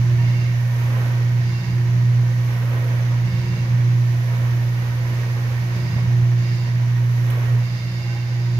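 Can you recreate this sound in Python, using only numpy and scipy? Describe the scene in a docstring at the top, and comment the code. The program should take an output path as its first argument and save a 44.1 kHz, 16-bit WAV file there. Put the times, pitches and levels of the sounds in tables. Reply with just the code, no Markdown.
"""A motor hum over rushing, churning water: an old dishwasher in mid-cycle, close to its door.
The spray arm's jets sweep in turn over the door, where drops drum and fizz at the seal, and over
the racks, where dishes ring, the water churns and the hum sags and throbs. Pump tones flutter
under the hum; larger drops ping on the steel tub. Two slugs of water slap the walls and two
small ticks sound."""
import sys
import numpy as np
from scipy import signal
from scipy.fft import rfft, irfft, next_fast_len
from scipy.io import wavfile

SR = 44100
rng = np.random.default_rng(int(sys.argv[2]) if len(sys.argv) > 2 else 0)


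def dump(signal):
    """Clip the signal to [-1, 1] and save it as 16-bit WAV at the path in sys.argv[1]."""
    limited = np.clip(np.atleast_2d(signal).T, -1, 1)
    pcm = np.round(limited * 32767).astype(np.int16)
    wavfile.write(sys.argv[1], SR, pcm)


N = 378819
TIME_S = np.arange(N) / SR
FFT_SIZE = next_fast_len(N + SR // 10)
BIN_HZ = np.maximum(np.arange(FFT_SIZE // 2 + 1) * SR / FFT_SIZE, 1)
MAINS_HZ, SHAFT_HZ = 60.02, 59.3
RACK_RISE_S, RACK_FALL_S = 0.076, 0.15

# spray falling all over the tub: (time [s], base level [dB])
WASH_LEVELS = [(0, -39), (2.3, -40), (5.2, -39.5), (7.0, -40), (8.59, -42)]
# small hard ticks: (time [s], level [dB])
TICK_EVENTS = [(2.792, -52), (7.302, -37.5)]
# water slugs on door or wall: (time [s], pitch [Hz], level [dB])
SLAP_EVENTS = [(2.835, 460, -38), (3.135, 960, -42.5)]
# jet on the door: (full-on time [s], hold [s], base drum level [dB], base fizz level [dB])
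DOOR_JETS = [(.91, 0.15, -40.5, -56.5), (2.644, 0.27, -40.5, -57.5), (3.15, 0.57, -47.5, -76),
             (4.34, 0.13, -43, -59), (4.84, 0.81, -44.5, -59.5), (5.996, 0.069, -45, -77),
             (7.386, 0.057, -39.5, -57)]
# jet on the racks: (full-on time [s], hold [s], plate gain [x], bowl gain [x], mean hum sag [dB])
RACK_JETS = [(0.273, 0.14, 0.66, 1.14, 0.2), (1.506, .12, 1.05, 0.85, 1.4), (3.32, 0.22, 0.84, .9, 5.5),
             (4.7, .9, .35, 0.23, -0.35), (5.79, 0.14, 0.9, 0.6, 0.6), (6.463, 0.13, 1.15, .85, 3),
             (7.676, 0.44, 1.15, 0.8, 2.6), (8.27, .32, .85, 0.46, 0.6)]
# jet on a pan: (full-on time [s], hold [s])
PAN_JETS = [(8.05, 0.2)]
# water stirred up: (full-on time [s], hold [s], base level [dB])
CHURN_EVENTS = [(0, 0.13, -34), (1.346, 0.56, -35.8), (3.267, 0.33, -33.5), (5.793, 0.13, -31.5),
                (6.45, 0.15, -39), (7.62, .3, -44), (8.54, .05, -37.5)]
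# motor hum before sag: (time [s], base level [dB])
HUM_LEVELS = [(0.0, -15.5), (0.31, -16), (0.54, -18.5), (1.12, -18.2), (1.32, -16.5), (1.64, -19.9),
              (2.1, -14), (2.55, -19.6), (3.23, -17.5), (3.99, -15.5), (4.28, -19.1), (4.53, -17.5),
              (4.76, -20.5), (5.84, -21), (6.18, -14.6), (6.82, -17), (7.11, -17), (7.46, -19.2),
              (7.54, -14.5), (7.8, -21.5), (8.29, -19.5), (8.59, -18.5)]
# motor tones: (frequency [x mains rate], gain [dB])
MOTOR_HARMONICS = [(2, 0), (4, -35.5)]
# pump tones: (frequency [x shaft rate], base level [dB], flutter depth [x], swell [dB/dB of churn])
PUMP_HARMONICS = [(1, -49.5, 0.3, .05), (3, -42.5, 0.4, 0.73), (6, -48.5, 0.52, 0.44)]
# door panel and tub resonances: (frequency [Hz], width [Hz], lift [dB])
PANEL_RESONANCES = [(229.4, 17, 9), (290.5, 23, 5.5), (433, 19, 2), (458, 17, 7.5), (516.3, 12.5, 8.5),
                    (534, 18, 7), (594, 29, 7.5), (666, 28, 8), (802, 33, 3), (825, 24, 5),
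                    (953.5, 20, 9.5), (1014, 31, 6), (1112, 27, 6.5), (1530, 35, 5.5), (1675, 36, 3.5),
                    (1847, 34, 0), (1880, 34, 7), (2236, 96, 4), (3000, 190, 1)]
# ring of steel walls, plates and glasses, bowl, pan: (frequency [Hz], width [Hz], gain [dB])
WALL_RESONANCES = [(949.5, 18, 10.5), (1024, 17, -2), (1805, 21, 11), (1858, 10.3, 8)]
PLATE_RESONANCES = [(3635, 30, 0), (3700, 32, -7.5), (4060, 17, -0.5), (4410, 40, -7), (4626, 70, -0.5),
                    (4720, 42, -17), (4820, 70, -2.5), (5060, 36, 0.5), (5400, 270, -10.5), (6800, 50, -10)]
BOWL_RESONANCES = [(2020, 40, -10), (2110, 24, -2), (2170, 26, -2), (2228, 26, -7), (2745, 22, 2)]
PAN_RESONANCES = [(822, 4, -9), (1550, 17, -19)]
# source spectra: (frequency [Hz], relative density [dB])
WASH_SHAPE = [(30, -10.5), (90, 20), (250, -1.5), (340, 10), (395, -9.5), (700, 0.5), (1300, -3),
              (2000, 1.5), (3300, -5.5), (5000, -6.5), (6500, -6.5), (7300, -20.5), (8500, -26.5),
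              (16000, -47)]
TICK_SHAPE = [(500, -8), (1800, -2), (2800, 22), (4000, -1), (8000, 4), (13000, 12), (16000, 3)]
FIZZ_SHAPE = [(3000, -38), (6500, -2.5), (8500, -10), (10000, -4), (11800, 0.5), (12750, 3.5),
              (13500, -7.5), (14500, 0), (16000, -13)]
DRUM_SHAPE = [(60, -9), (200, 5.5), (330, 2), (450, 3.5), (800, -3), (1300, -1), (2500, -7.5),
              (3500, -14.5), (6500, -33), (9000, -37)]
SUMP_SHAPE = [(20, -48), (48, -42), (66, -27), (80, 4), (100, 4.5), (135, 3.5), (165, 3.5), (200, -0.5),
              (215, -7.5), (300, -15), (500, -49)]
# sound field: (frequency [Hz], left-right correlation [-1..1])
STEREO_CORRELATION = [(60, 0.34), (160, .99), (270, 0.7), (450, 0.75), (740, 0.79), (1220, -0.096),
                      (2010, -0.27), (3330, -0.091), (5500, 0.025), (15000, 0)]
# microphone port colour: (frequency [Hz], left minus right [dB])
PORT_BALANCE = [(60, -7.5), (130, -2), (250, -2), (800, -1.8), (1200, 0), (1800, -5), (2700, -5),
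                (4000, -2), (5300, -7.5), (6400, -9.5), (7100, -1), (8000, 8), (10000, 0.5), (12500, -2.5)]


def from_db(db):
    """Decibels to gain."""
    return 10 ** (np.asarray(db) / 20)


def over_time(points):
    """Table interpolated at every sample."""
    return np.interp(TIME_S, *np.transpose(points))


def over_hz(points):
    """Table interpolated over log frequency."""
    hz, value = np.transpose(points)
    return np.interp(np.log(BIN_HZ), np.log(hz), value)


def drift(rate_hz, step=40):
    """Slow random wander, rms 1: coarse noise through a two-pole low-pass."""
    pole = np.exp(-2 * np.pi * step * rate_hz / SR)
    noise = rng.standard_normal(N // step + 2002)
    slow = signal.lfilter([1], [1, -2 * pole, pole * pole], noise)[2000:]
    return np.interp(np.arange(N) / step, np.arange(len(slow)), slow / np.sqrt(np.mean(slow ** 2)))


def resonance(hz, width_hz):
    """One damped mode, peak gain 1."""
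    return 1 / (1 + 1j * (BIN_HZ ** 2 - hz ** 2) / (BIN_HZ * width_hz))


def turbulence():
    """Two independent white noise streams."""
    return rng.standard_normal((2, FFT_SIZE))


def drops(per_s, spread_db):
    """Two streams of random impacts, many small, few large."""
    sizes = from_db(spread_db * np.minimum(rng.exponential(1, (2, FFT_SIZE)), 4))
    return sizes * np.sign(turbulence()) * (rng.random((2, FFT_SIZE)) < per_s / SR)


def radiate(streams, response):
    """Filter two streams into stereo: alike in the bass, diffuse in the treble; mid rms 1."""
    mid, side = rfft(streams) * response
    correlation = over_hz(STEREO_CORRELATION)
    side = side * np.sqrt((1 - correlation) / (1 + correlation))
    pair = irfft(np.array([mid + side, mid - side]), FFT_SIZE)[:, :N]
    return pair / np.sqrt(np.mean(pair.mean(axis=0) ** 2))


def sweeps(passes, rise_s, fall_s, lead_s=0):
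    """One 0-1 envelope per pass: Gaussian rise, hold, Gaussian fall."""
    start_s, hold_s = np.transpose(passes)[:2, :, None]
    since_s = TIME_S + lead_s - start_s
    rise = np.minimum(since_s, 0) / rise_s
    fall = np.maximum(since_s - hold_s, 0) / fall_s
    return np.exp(-np.minimum(rise ** 2 + fall ** 2, 50))


def power_sum(envelopes, gains):
    """Overlapping passes add in power."""
    return np.sqrt(np.square(gains) @ envelopes ** 2)


def total_db(envelopes, peaks_db, rest_db):
    """Passes on top of a resting level."""
    return 20 * np.log10(np.hypot(power_sum(envelopes, from_db(peaks_db)), from_db(rest_db)))


def tub_echoes(echo_db=-14, t60_s=0.28, corner_hz=900):
    """Echoes between steel walls comb the spectrum; the tub is too small to echo bass."""
    tail = rng.standard_normal(SR // 2) * from_db(-60 * TIME_S[:SR // 2] / t60_s)
    echoes = rfft(tail / np.sqrt(np.sum(tail ** 2)), FFT_SIZE)
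    return np.abs(1 + from_db(echo_db) * echoes * BIN_HZ / (BIN_HZ + corner_hz))


def door_response():
    """The door passes sound best at its panel modes."""
    return from_db(sum(db * np.abs(resonance(hz, width)) ** 2 for hz, width, db in PANEL_RESONANCES))


def wash(panel, wash_db, surge_db=0.55):
    """Steady rush of spray in the tub, heard through the door."""
    rush = radiate(turbulence(), from_db(over_hz(WASH_SHAPE)) * panel)
    return from_db(wash_db + surge_db * drift(rate_hz=6)) * rush


def wall_pings(wash_db, base_db=-52, swell_db_per_db=3.9):
    """Larger drops ping on the steel walls, harder in heavy spray."""
    modes = sum(from_db(db) * resonance(hz, width) for hz, width, db in WALL_RESONANCES)
    level_db = base_db + swell_db_per_db * (wash_db - wash_db.mean())
    return from_db(level_db) * radiate(drops(per_s=60, spread_db=1.5), modes)


def ticks(t60_s=0.083):
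    """Short bright ticks dying away in the room."""
    envelope = sum((TIME_S >= at_s) * from_db(db - 60 * np.clip((TIME_S - at_s) / t60_s, 0, 2))
                   for at_s, db in TICK_EVENTS)
    return envelope * radiate(turbulence(), from_db(over_hz(TICK_SHAPE)))


def slaps(panel, hold_s=0.01, width_hz=72):
    """Hollow knocks of water slugs, coloured by the door."""
    envelopes = sweeps([(at_s, hold_s) for at_s, _, _ in SLAP_EVENTS], rise_s=0.0086, fall_s=0.02)
    return sum(from_db(db) * envelope * radiate(turbulence(), resonance(hz, width_hz) * panel)
               for (_, hz, db), envelope in zip(SLAP_EVENTS, envelopes))


def jets_on_door(wash_db):
    """Drum and fizz levels: a jet's fine edge leads its core; stray drops fill the gaps."""
    _, _, drum_db, fizz_db = np.transpose(DOOR_JETS)
    core = sweeps(DOOR_JETS, rise_s=0.2, fall_s=0.17)
    mist = sweeps(DOOR_JETS, rise_s=0.32, fall_s=0.27, lead_s=0.074)
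    stray_db = 1.1 * (wash_db - wash_db.mean())
    return total_db(core, drum_db, rest_db=stray_db - 47), total_db(mist, fizz_db, rest_db=stray_db - 61.5)


def seal_fizz(echoes, fizz_db, trim_db=2.5):
    """Fine droplets fizz at the door seal."""
    droplets = drops(per_s=16000, spread_db=2.0)
    return from_db(fizz_db + trim_db) * radiate(droplets, from_db(over_hz(FIZZ_SHAPE)) * echoes)


def door_drumming(panel, drum_db, trim_db=2.0, splash_db=1.0):
    """Drops drum on the door as a jet crosses it."""
    patter = radiate(drops(per_s=6000, spread_db=2.0), from_db(over_hz(DRUM_SHAPE)) * panel)
    return from_db(drum_db + trim_db + splash_db * drift(rate_hz=20)) * patter


def jets_on_racks(throb_hz=8.1, throb_depth=0.48):
    """Each pass drives plates and bowl and makes the hum sag and throb."""
    start_s, _, plate_gain, bowl_gain, sag_db = np.transpose(RACK_JETS)
    jets = sweeps(RACK_JETS, RACK_RISE_S, RACK_FALL_S)
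    throb = 1 + throb_depth * np.cos(2 * np.pi * throb_hz * (TIME_S - start_s[:, None]))
    return power_sum(jets, plate_gain), power_sum(jets, bowl_gain), sag_db @ (jets * throb)


def ringing(modes):
    """Dense drops keep an object's modes ringing."""
    power = sum(np.abs(from_db(db) * resonance(hz, width)) ** 2 for hz, width, db in modes)
    return radiate(drops(per_s=9000, spread_db=2.5), np.sqrt(power))


def dishes(plate_jet, bowl_jet, pulse_depth=0.22):
    """Plates, bowl and pan ring under the jets; their ringing pulses at twice the mains rate."""
    pan_jet = sweeps(PAN_JETS, RACK_RISE_S, RACK_FALL_S).sum(axis=0)
    plates = from_db(-49) * plate_jet * ringing(PLATE_RESONANCES)
    bowl = from_db(-47) * bowl_jet * ringing(BOWL_RESONANCES)
    pan = from_db(-48) * pan_jet * ringing(PAN_RESONANCES)
    pulse = 1 + pulse_depth * np.sin(4 * np.pi * MAINS_HZ * TIME_S)
    return pulse * (plates + bowl + pan)


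def churning():
    """Level of stirred water: flares fast, settles slowly."""
    flares = sweeps(CHURN_EVENTS, rise_s=0.04, fall_s=0.38)
    return total_db(flares, peaks_db=np.transpose(CHURN_EVENTS)[2], rest_db=-43)


def sump(churn_db, trim_db=1.5):
    """Low rumble of water tumbling through the tub."""
    return from_db(churn_db + trim_db) * radiate(turbulence(), from_db(over_hz(SUMP_SHAPE)))


def pump(churn_db, wander_hz=0.17, flutter_hz=4):
    """Impeller just under the mains rate; its tones flutter, and swell with the churning."""
    angle_rad = 2 * np.pi * np.cumsum(SHAFT_HZ + wander_hz * drift(rate_hz=1.26)) / SR
    load_db = churn_db - churn_db.mean()
    tones = 0
    for order, db, flutter, swell in PUMP_HARMONICS:
        sway = 1 + flutter * (drift(flutter_hz) + 1j * drift(flutter_hz)) / np.sqrt(2)
        tones += from_db(db + swell * load_db) * np.real(sway * np.exp(1j * order * angle_rad))
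    return np.sqrt(2) * tones


def motor(hum_db, churn_db, load, trim_db=0.15, lag_rad=0.27, shake_hz=14):
    """Magnetic hum at twice the mains rate; lags under the water's load, shaken by the churning."""
    mains_rad = 2 * np.pi * MAINS_HZ * TIME_S - lag_rad * load / 2
    hum = sum(from_db(db) * np.sin(order * mains_rad) for order, db in MOTOR_HARMONICS)
    shake = drift(shake_hz) * np.sin(2 * mains_rad) + drift(shake_hz) * np.cos(2 * mains_rad)
    return np.sqrt(2) * from_db(hum_db + trim_db) * hum + from_db(churn_db) * shake


def scene():
    """Motor and pump centred, water all around."""
    wash_db, churn_db = over_time(WASH_LEVELS), churning()
    drum_db, fizz_db = jets_on_door(wash_db)
    plate_jet, bowl_jet, sag_db = jets_on_racks()
    echoes = tub_echoes()
    panel = door_response() * echoes
    machine = motor(over_time(HUM_LEVELS) - sag_db, churn_db, load=plate_jet) + pump(churn_db)
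    water = sump(churn_db) + wash(panel, wash_db)
    spray = door_drumming(panel, drum_db) + seal_fizz(echoes, fizz_db) + wall_pings(wash_db)
    return machine + water + spray + dishes(plate_jet, bowl_jet) + ticks() + slaps(panel)


def record(dry, cutoff_hz=15720):
    """Two microphone ports, each with its own colour; steep top cut."""
    ports = from_db(over_hz(PORT_BALANCE) * np.array([[0.5], [-0.5]]))
    ports /= np.sqrt(np.mean(ports ** 2, axis=0))
    low_pass = 1 / np.sqrt(1 + (BIN_HZ / cutoff_hz) ** 800)
    return irfft(rfft(dry, FFT_SIZE) * ports * low_pass, FFT_SIZE)[:, :N]


dry = scene()
out = record(dry)
dump(out)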